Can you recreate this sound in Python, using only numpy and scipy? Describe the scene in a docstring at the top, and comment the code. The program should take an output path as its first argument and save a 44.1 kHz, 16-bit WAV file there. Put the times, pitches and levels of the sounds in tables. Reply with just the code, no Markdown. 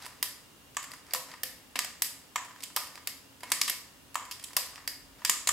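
"""A tape transport works in a quiet room: hiss, hum and rumble throughout, all of it filtered noise.
After faint ticks, a loose slide and a cam knock, a lever snaps (0.2 s) and the plunger hits its stop (0.8 s).
Snaps, slide landings, cam knocks and latch clicks follow, with plunger blows at 2.4 and 4.2 s; a run of
cam knocks and a last plunger blow end it (5.2-5.5 s). Each blow is a noise burst of tiny contacts that
rings the parts and frame modes, then a reverberant tail; loose parts slide as clumped friction noise."""
import sys
import numpy as np
from scipy import signal
from scipy.fft import rfft, irfft, next_fast_len
from scipy.io import wavfile
from scipy.ndimage import uniform_filter1d

SR = 44100
rng = np.random.default_rng(int(sys.argv[2]) if len(sys.argv) > 2 else 0)


def pcm_store(signal):
    """Save signal as 16-bit PCM."""
    levels = np.round(np.clip(np.atleast_2d(signal), -1, 1) * 32767)
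    wavfile.write(sys.argv[1], SR, levels.astype(np.int16).T)


N = 243695

HISS_TOP_HZ = 15900
# Groups of parts, jolt to springs: (centre [Hz], width [Hz])
PARTS = [(215, 140), (580, 474), (1100, 790), (1950, 670), (3050, 1480), (4900, 2710), (7200, 4570),
         (9500, 3160), (12800, 7800)]
# Left-right likeness of blows and slides: (frequency [Hz], likeness [-1..1])
BLOW_ALIKE = [(600, 1), (1400, 0.94), (3100, 0.85), (6000, 0.66), (15000, 0.92)]

# Hard contacts: (time [s], level [dB], extra weight [dB], extra brightness [dB],
#                 most rung plate [Hz], most rung small part [Hz])
# Plunger hits its stop, columns as above
PLUNGER = [(0.768, -13, -2, -5, 1120, 7000), (2.358, -12.5, 0.5, -5.5, 1050, 7010),
           (4.155, -17.5, 6.5, -1.5, 930, 6800), (5.49, -8, -4.5, -0.5, 1200, 7140)]
# Sprung lever snaps over, columns as above
SNAPS = [(0.227, -8, -3.5, 1.5, 1220, 13000), (1.135, -10.5, 3, 2.5, 562, 12100),
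         (1.433, -15, 1, 1, 474, 12700), (2.02, -8, -6, 2, 980, 12600), (2.763, -8, 4, 2, 1320, 5000),
         (3.072, -12, -3, -2, 1250, 12200), (3.697, -10, -6.5, 0.5, 972, 12700),
         (4.566, -6, -1.5, -0.5, 610, 12900), (4.876, -15, 2, 2, 1490, 4870)]
# Head slide lands on the plate, columns as above
LANDINGS = [(1.147, -12.5, -2.8, -1, 970, 6840), (2.77, -14.5, 2.7, -2, 1220, 12400),
            (4.572, -15.5, 0.54, 8.5, 1220, 4880)]
# Cam wheel knocks into its next position, columns as above
CAM = [(0.063, -29.5, 18, 3, 1170, 9180), (1.79, -6, 0.5, -3.5, 1290, 4660),
       (1.846, -21.5, 10.5, 3.5, 716, 4740), (3.518, -5, 4, 1.5, 1170, 8600),
       (3.614, -3.5, -5, -3, 1180, 4960), (5.249, -5.5, -5.5, -2, 895, 4900),
       (5.258, -17.5, 0, -4, 1180, 7520), (5.296, -4.5, 2, 1.5, 1130, 7030),
       (5.473, -6, -0.5, -2, 700, 7000)]
# Lever rides up the cam, columns as above
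LEVERS = [(1.756, -18.5, 0, -3.5, 910, 4070), (3.432, -35, 12, 4, 1040, 7000),
          (3.677, -15.5, -11, -0.5, 1160, 5030)]
# Small latch clicks, columns as above
LATCH = [(2.635, -22.5, 0, 0.092, 3430, 8100), (4.311, -23, 3.5, -0.39, 1010, 5340),
         (4.32, -26, -3, -1.2, 930, 4700), (4.439, -21, -12, 0.36, 3420, 8060)]
# Loose plastic parts tick: (time [s], level [dB], extra weight [dB], extra brightness [dB])
TICKS = [(0.022, -37, 4, 4), (0.056, -33.5, 1, 5), (0.746, -40, -5, 0), (0.828, -28, -4, 2),
         (0.916, -31.5, 5, 4), (1.065, -43, 0, 3), (1.108, -35, 5, -6), (1.16, -24, -9, -8),
         (1.315, -33, 2, -7), (2.448, -32, -8, 0), (2.605, -33.5, -3, -3), (2.623, -31, -14, 2),
         (2.631, -27, -3, -1), (2.792, -31, -7, -5), (2.87, -36, 4, 6), (2.955, -30, 1.5, -4),
         (3.406, -39, 0, -1), (3.502, -34, -5, 11), (4.144, -29.5, -2, 4.5), (4.251, -37, 5, 2),
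         (4.396, -31, -7, -2), (4.427, -38, -3, 10), (4.484, -40, 7, 0), (4.532, -33.5, 6, 2),
         (4.757, -28, -4, -8), (5.486, -19, -1, 9)]
# Parts rebound dully on the plate: (time [s], level [dB], extra weight [dB], extra brightness [dB])
REBOUNDS = [(0.793, -32, -12, 3), (0.84, -24.5, -7, 8), (0.91, -39, -2, 15), (0.935, -27, -7, 8),
            (1.086, -42, -4, 1), (1.337, -31.5, 2, 2), (2.38, -26, -8, -6), (2.456, -36, 2, 5),
            (2.508, -38, 5.5, -3), (2.56, -36.5, -3.5, 5), (2.701, -38, -4, -5), (2.812, -38, 9, -1),
            (2.975, -31, -2.5, -1), (3.428, -43, 0, 3), (3.687, -30, 1.5, -4), (4.505, -38.5, -0.5, 2),
            (4.778, -31.5, -3, -12), (5.219, -39, 7, 0)]


def amp(db):
    """Gain of a level in dB."""
    return 10 ** (np.asarray(db) / 20)


def unit(x):
    """Scaled to rms 1."""
    return x / np.sqrt(np.mean(np.abs(x) ** 2) + 1e-20)


def along(points, hz):
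    """(Hz, value) points interpolated on a log frequency axis."""
    f, v = np.transpose(points)
    return np.interp(np.log(hz + 1), np.log(f + 1), v)


def resonance(hz, centre_hz, width_hz):
    """Causal response of one damped mode, 1 at its centre."""
    damping = 1j * hz * width_hz
    return damping / (centre_hz ** 2 - hz ** 2 + damping)


def spread(pair, alike, hz):
    """Left and right spectra from two unrelated ones, as alike as asked."""
    turn = np.arccos(np.clip(along(alike, hz), -1, 1)) / 2
    mid, side = pair[0] * np.cos(turn), pair[1] * np.sin(turn)
    return np.array([mid + side, mid - side])


def causal(db, size):
    """Minimum-phase response with these dB on an even frequency grid: it answers only after the blow."""
    cepstrum = irfft(np.log(amp(db)))
    half = len(cepstrum) // 2
    cepstrum[1:half] *= 2
    cepstrum[half + 1:] = 0
    return rfft(irfft(np.exp(rfft(cepstrum))), size)


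def background():
    """Room noise and microphone hiss, two narrow wavering hums and a low rumble that comes and goes."""
    # Spectrum of room and hiss: (frequency [Hz], relative level [dB per Hz])
    quiet = [(25, -20), (53, -26), (76, -3.5), (102, -4), (270, -6.5), (344, -9), (531, -9.5), (695, -12),
             (962, -10), (1100, -12), (2610, -16.5), (2840, -13.5), (3620, -16), (16000, -24.5)]
    # Left-right likeness: (frequency [Hz], likeness [-1..1])
    quiet_alike = [(30, 0.41), (60, 1), (130, 0.48), (290, 0.66), (640, 0.18), (3100, 0.13), (6000, 0.084),
                   (8000, 1), (15000, 1)]
    # Narrow tones of noise: (centre [Hz], width [Hz], rms level [dB])
    hums = [(276.3, 21, -68.5), (2780, 15, -72.5)]
    # Rumble level: (time [s], level [dB])
    rumble = [(0.0, -73), (1.55, -75), (1.77, -67), (2.55, -81), (5.21, -65.5), (5.27, -78), (5.52, -61)]
    quiet_db, low_hz = -57, 22
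    size = next_fast_len(N + 8192)
    hz = np.fft.rfftfreq(size, 1 / SR)

    def noise(colour):
        """Stereo noise of rms 1 in this colour."""
        pair = rfft(rng.standard_normal((2, size)))
        return unit(irfft(spread(pair, quiet_alike, hz) * colour, size))[:, :N]

    passband = (hz < HISS_TOP_HZ) * (hz > low_hz)
    out = amp(quiet_db) * noise(amp(along(quiet, hz)) * passband)
    for centre_hz, width_hz, db in hums:
        out = out + amp(db) * noise(resonance(hz, centre_hz, width_hz) ** 2)
    s, db = np.transpose(rumble)
    rumble_gain = amp(np.interp(np.arange(N) / SR, s, db))
    return out + rumble_gain * noise(resonance(hz, 51, 36) ** 2)


def sliding():
    """Loose parts slide and rattle: clumped grains of friction, coloured by the parts that rub."""
    # Slides: (start [s], length [s], level at start [dB], level at end [dB])
    slides = [(0.0, 0.058, -50.5, -47), (0.073, 0.15, -56, -64), (0.884, 0.12, -63, -59.5),
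              (1.038, 0.091, -70, -49), (1.286, .12, -51, -65), (2.573, 0.046, -62, -57),
              (2.92, 0.073, -60, -61), (3.455, 0.072, -57, -48), (4.356, .2, -62, -65),
              (4.728, 0.13, -56, -62), (5.182, 0.064, -58, -59)]
    # Colour of the rubbing parts: (frequency [Hz], relative level [dB per Hz])
    slide_colour = [(240, -9), (400, -8), (839, 4), (979, 5.5), (2120, 4), (3210, -3.5), (4730, 0.5),
                    (13500, -14), (16000, -29)]
    size = next_fast_len(N + 8192)
    hz, t = np.fft.rfftfreq(size, 1 / SR), np.arange(N) / SR
    level = np.zeros(N)
    for s, length_s, first_db, last_db in slides:
        fade = np.clip(np.minimum(t - s, s + length_s - t) / 0.0014, 0, 1)
        level += amp(np.interp(t, [s, s + length_s], [first_db, last_db])) * fade
    clumps = amp(2.8 * unit(uniform_filter1d(rng.standard_normal(N), size=90)))
    grains = rfft(rng.standard_normal((2, N)) * clumps, size)
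    colour = amp(along(slide_colour, hz)) * (hz < HISS_TOP_HZ)
    return level * unit(irfft(spread(grains, BLOW_ALIKE, hz) * colour, size)[:, :N])


def room_tail():
    """Two unrelated reverberant tails of energy 1; each frequency dies at its own speed."""
    # Decay: (frequency [Hz], T60 [s])
    room_t60 = [(300, 0.56), (1060, 0.62), (2800, 0.47), (7300, 0.48), (15000, 0.3)]
    hz, t, z = signal.stft(rng.standard_normal((2, SR * 3 // 5)), SR, nperseg=256)
    decay = amp(-60 * t / along(room_t60, hz)[:, None])
    tail = signal.istft(z * decay, SR, nperseg=256)[1]
    t = np.arange(tail.shape[1]) / SR
    tail = tail * np.clip((t - .003) / 0.0015, 0, 1)  # the nearest surfaces answer first
    tail = tail * amp(np.clip((t - .018) / 0.0038, 0, 1))  # walls and ceiling add 1 dB
    echoes = unit(uniform_filter1d(rng.standard_normal(len(t)), size=60))
    tail = tail * amp(3 * echoes * np.exp(-t / 0.032))  # single echoes stand out early, then merge
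    return tail / np.linalg.norm(tail, axis=1, keepdims=True)


def chatter(rise_s, t60_s, size):
    """Two unrelated bursts of uneven tiny contacts that rise and die away, energy set by their length."""
    t = np.arange(size) / SR
    shape = (1 - np.exp(-t / max(rise_s, .0002))) ** 2 * amp(-60 * t / max(t60_s, .002))
    grains = rng.standard_normal((2, size))
    strength = amp(13.4 * uniform_filter1d(rng.standard_normal(size), 16))
    contacts = shape * grains * strength
    contacts = contacts / np.linalg.norm(contacts, axis=1, keepdims=True)
    return contacts * np.linalg.norm(shape) / shape.max()


def parts_ring(parts_db, plate_hz, struck_hz, hz, size):
    """Response of the groups of parts plus the frame modes, strongest near the struck place and part."""
    # Sharper modes of the frame: (centre [Hz], width [Hz], level [dB])
    frame = [(213, 31, 12), (513, 7.2, 9.5), (615, 88, 2.5), (734, 46, 4), (995, 112, 2.5), (1001, 5.6, 6),
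             (1093, 2.8, 0), (1153, 73, -1), (1215, 8.1, 1), (1780, 200, 1.5), (2178, 8.5, 7.5),
             (2620, 17, -13), (2670, 120, -8), (3093, 67, -2.5), (3480, 150, -26.5), (4853, 220, -3),
             (5520, 270, -6.5), (7000, 480, -7), (7580, 320, -6.5), (8000, 680, -5), (9110, 58, -2.5),
             (10100, 170, -6.5), (11600, 92, -11), (12000, 76, -15), (12260, 150, -9)]
    # How the open frame radiates to the microphone: (frequency [Hz], gain [dB])
    mic = [(100, -60), (250, -20.5), (450, -9.5), (820, -3.5), (1100, -2.5), (1500, -2), (1900, 1),
           (14000, 3.5), (15600, -1.5), (16200, -43), (17000, -19)]
    plate_db, struck_db = 11.5, 11  # greatest lift of the favoured modes
    coarse_hz = np.fft.rfftfreq(1024, 1 / SR)
    part_hz, part_width = np.transpose(PARTS)
    # a group's level is spread over its width
    per_hz_db = parts_db - 10 * np.log10(part_width / (SR / 2)) - 4.5
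    colour_db = along(np.transpose([part_hz, per_hz_db]), coarse_hz) + along(mic, coarse_hz)
    modes = np.array([amp(db) * resonance(hz, c, w) for c, w, db in frame])
    mode_hz = np.transpose(frame)[0]
    near_db = struck_db * np.exp(-(np.log(mode_hz / struck_hz) / 0.12) ** 2)
    near_db = near_db + plate_db * np.exp(-(np.log(mode_hz / plate_hz) / 0.23) ** 2)
    scatter_db = rng.normal(0, 3.1, len(modes))  # no two blows land alike
    return causal(colour_db, size) * (1 + amp(near_db + scatter_db) @ modes)


def contact_burst(ring, rise_s, t60_s, hz, size):
    """Spectra of the force: slow plate modes feel one shove, quick parts each contact."""
    part_hz = np.transpose(PARTS)[0]
    bands = np.array([np.abs(hz - c) < w / 2 for c, w in PARTS], float)
    heavy = .9 / (1 + (hz / 1600) ** 4)  # share of the single shove
    burst = rfft(chatter(rise_s, t60_s, size=4096), size)
    shove_delay = np.exp(-2j * np.pi * hz * 2 * rise_s)
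    shove = np.sqrt(np.mean(np.abs(burst) ** 2)) * shove_delay
    burst = heavy * shove + np.sqrt(1 - heavy ** 2) * burst
    # each group gets its due part of the blow
    due = (bands @ np.abs(ring) ** 2) / (bands @ np.abs(ring * burst[0]) ** 2)
    return burst * np.sqrt(np.interp(hz, part_hz, due / due.mean()))


def blow(parts_db, plate_hz, struck_hz, rise_s, t60_s, pan_db, size):
    """One burst of contacts rings parts and frame; the room answers with a tail of the same colour."""
    # Room level against the blow: (frequency [Hz], level [dB])
    room_db = [(300, 1.5), (1000, -9), (1500, -5.5), (2500, -4.5), (5000, -3.5), (8000, -5), (12000, -4),
               (16000, -9.5)]
    # Left-right likeness of the room: (frequency [Hz], likeness [-1..1])
    room_alike = [(300, 0.99), (1400, 0.84), (3100, 0.28), (6000, 0.022), (8000, 0.98), (15000, 1)]
    hz = np.fft.rfftfreq(size, 1 / SR)
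    ring = parts_ring(parts_db, plate_hz, struck_hz, hz, size)
    burst = contact_burst(ring, rise_s, t60_s, hz, size)
    side_sign = rng.choice([-1, 1])
    direct = spread(burst * ring * [[1], [side_sign]], BLOW_ALIKE, hz)
    direct = direct * amp([[pan_db / 2], [-pan_db / 2]])
    burst_size = np.abs(burst[0]) / np.sqrt(np.mean(np.abs(burst[0]) ** 2))
    everywhere = ring * burst[0] / burst_size ** 0.9  # summed over all directions, the colour is smoother
    walls = spread(rfft(room_tail(), size), room_alike, hz) * everywhere * amp(along(room_db, hz))
    return irfft(direct + walls, size)


def mechanism():
    """Plunger, levers, head slide, cam wheel, latch and loose parts strike, each kind in its own balance."""
    # How each kind shakes the groups of PARTS: (contacts, (jolt, thump, plate, brackets, levers, cam,
    # plunger, gears, springs [dB]), rise [s], chatter T60 [s], left over right [dB])
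    kinds = [(PLUNGER, (-43, -26.5, -14.5, -18.5, -16, -21.5, -10.5, -23.5, -19.5), 0.00042, 0.021, -0.57),
             (SNAPS, (-38, -28.5, -29, -23.5, -20.5, -15, -19, -19, -12), 0.000725, 0.023, -1.2),
             (LANDINGS, (-32, -27.5, -13, -25.5, -20.5, -16.5, -18.5, -21.5, -39), 0.000875, 0.023, 0.68),
             (CAM, (-29, -34.5, -27, -23.5, -19.5, -17, -16, -20, -17.5), 0.000399, 0.023, -0.71),
             (LEVERS, (-16.5, -20, -19.5, -16.5, -13, -14, -18, -17.5, -19), 0.000953, 0.049, -.6),
             (LATCH, (-38, -35, -34, -27, -16, -16, -17.5, -18, -16.5), .0008, 0.036, -1.9),
             (TICKS, (-26, -25, -30, -18, -17.5, -14, -17.5, -16, -20), 0.00067, 0.018, -1.6),
             (REBOUNDS, (-27, -24.5, -18, -15.5, -20.5, -23, -20.5, -34, -26), 0.000753, 0.032, -.6)]
    # Extra weight felt by each group of PARTS: (share [ratio])
    weight_share = [0.81, 1, 0.8, 0.48, 0.26, 0.24, 0.077, 0, 0.22]
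    # Extra brightness felt by each group of PARTS: (share [ratio])
    bright_share = [0, 0, 0.073, 0, 0, 0, 0.4, 1, 0.7]
    # Where faint contacts ring most: (plate [Hz], small part [Hz])
    loose_hz = [1046, 4730]
    size = 1 << 15
    out = np.zeros((2, N + size))
    for contacts, kind_db, rise_s, t60_s, pan_db in kinds:
        for s, db, weight_db, bright_db, *own_hz in contacts:
            plate_hz, struck_hz = own_hz or loose_hz
            parts_db = db + np.array(kind_db) + weight_db * np.array(weight_share)
            parts_db = parts_db + bright_db * np.array(bright_share)
            start = round((s - .0002) * SR)
            out[:, start:start + size] += blow(parts_db, plate_hz, struck_hz, rise_s, t60_s, pan_db, size)
    return out[:, :N]


def scene():
    """The mechanism and its sliding parts over the quiet room."""
    return mechanism() + sliding() + background()


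def record(dry):
    """The recorder keeps nothing above its band limit."""
    top_hz = 17000
    size = next_fast_len(N + 8192)
    passband = np.fft.rfftfreq(size, 1 / SR) < top_hz
    return irfft(rfft(dry, size) * passband, size)[:, :N]


dry = scene()
out = record(dry)
pcm_store(out)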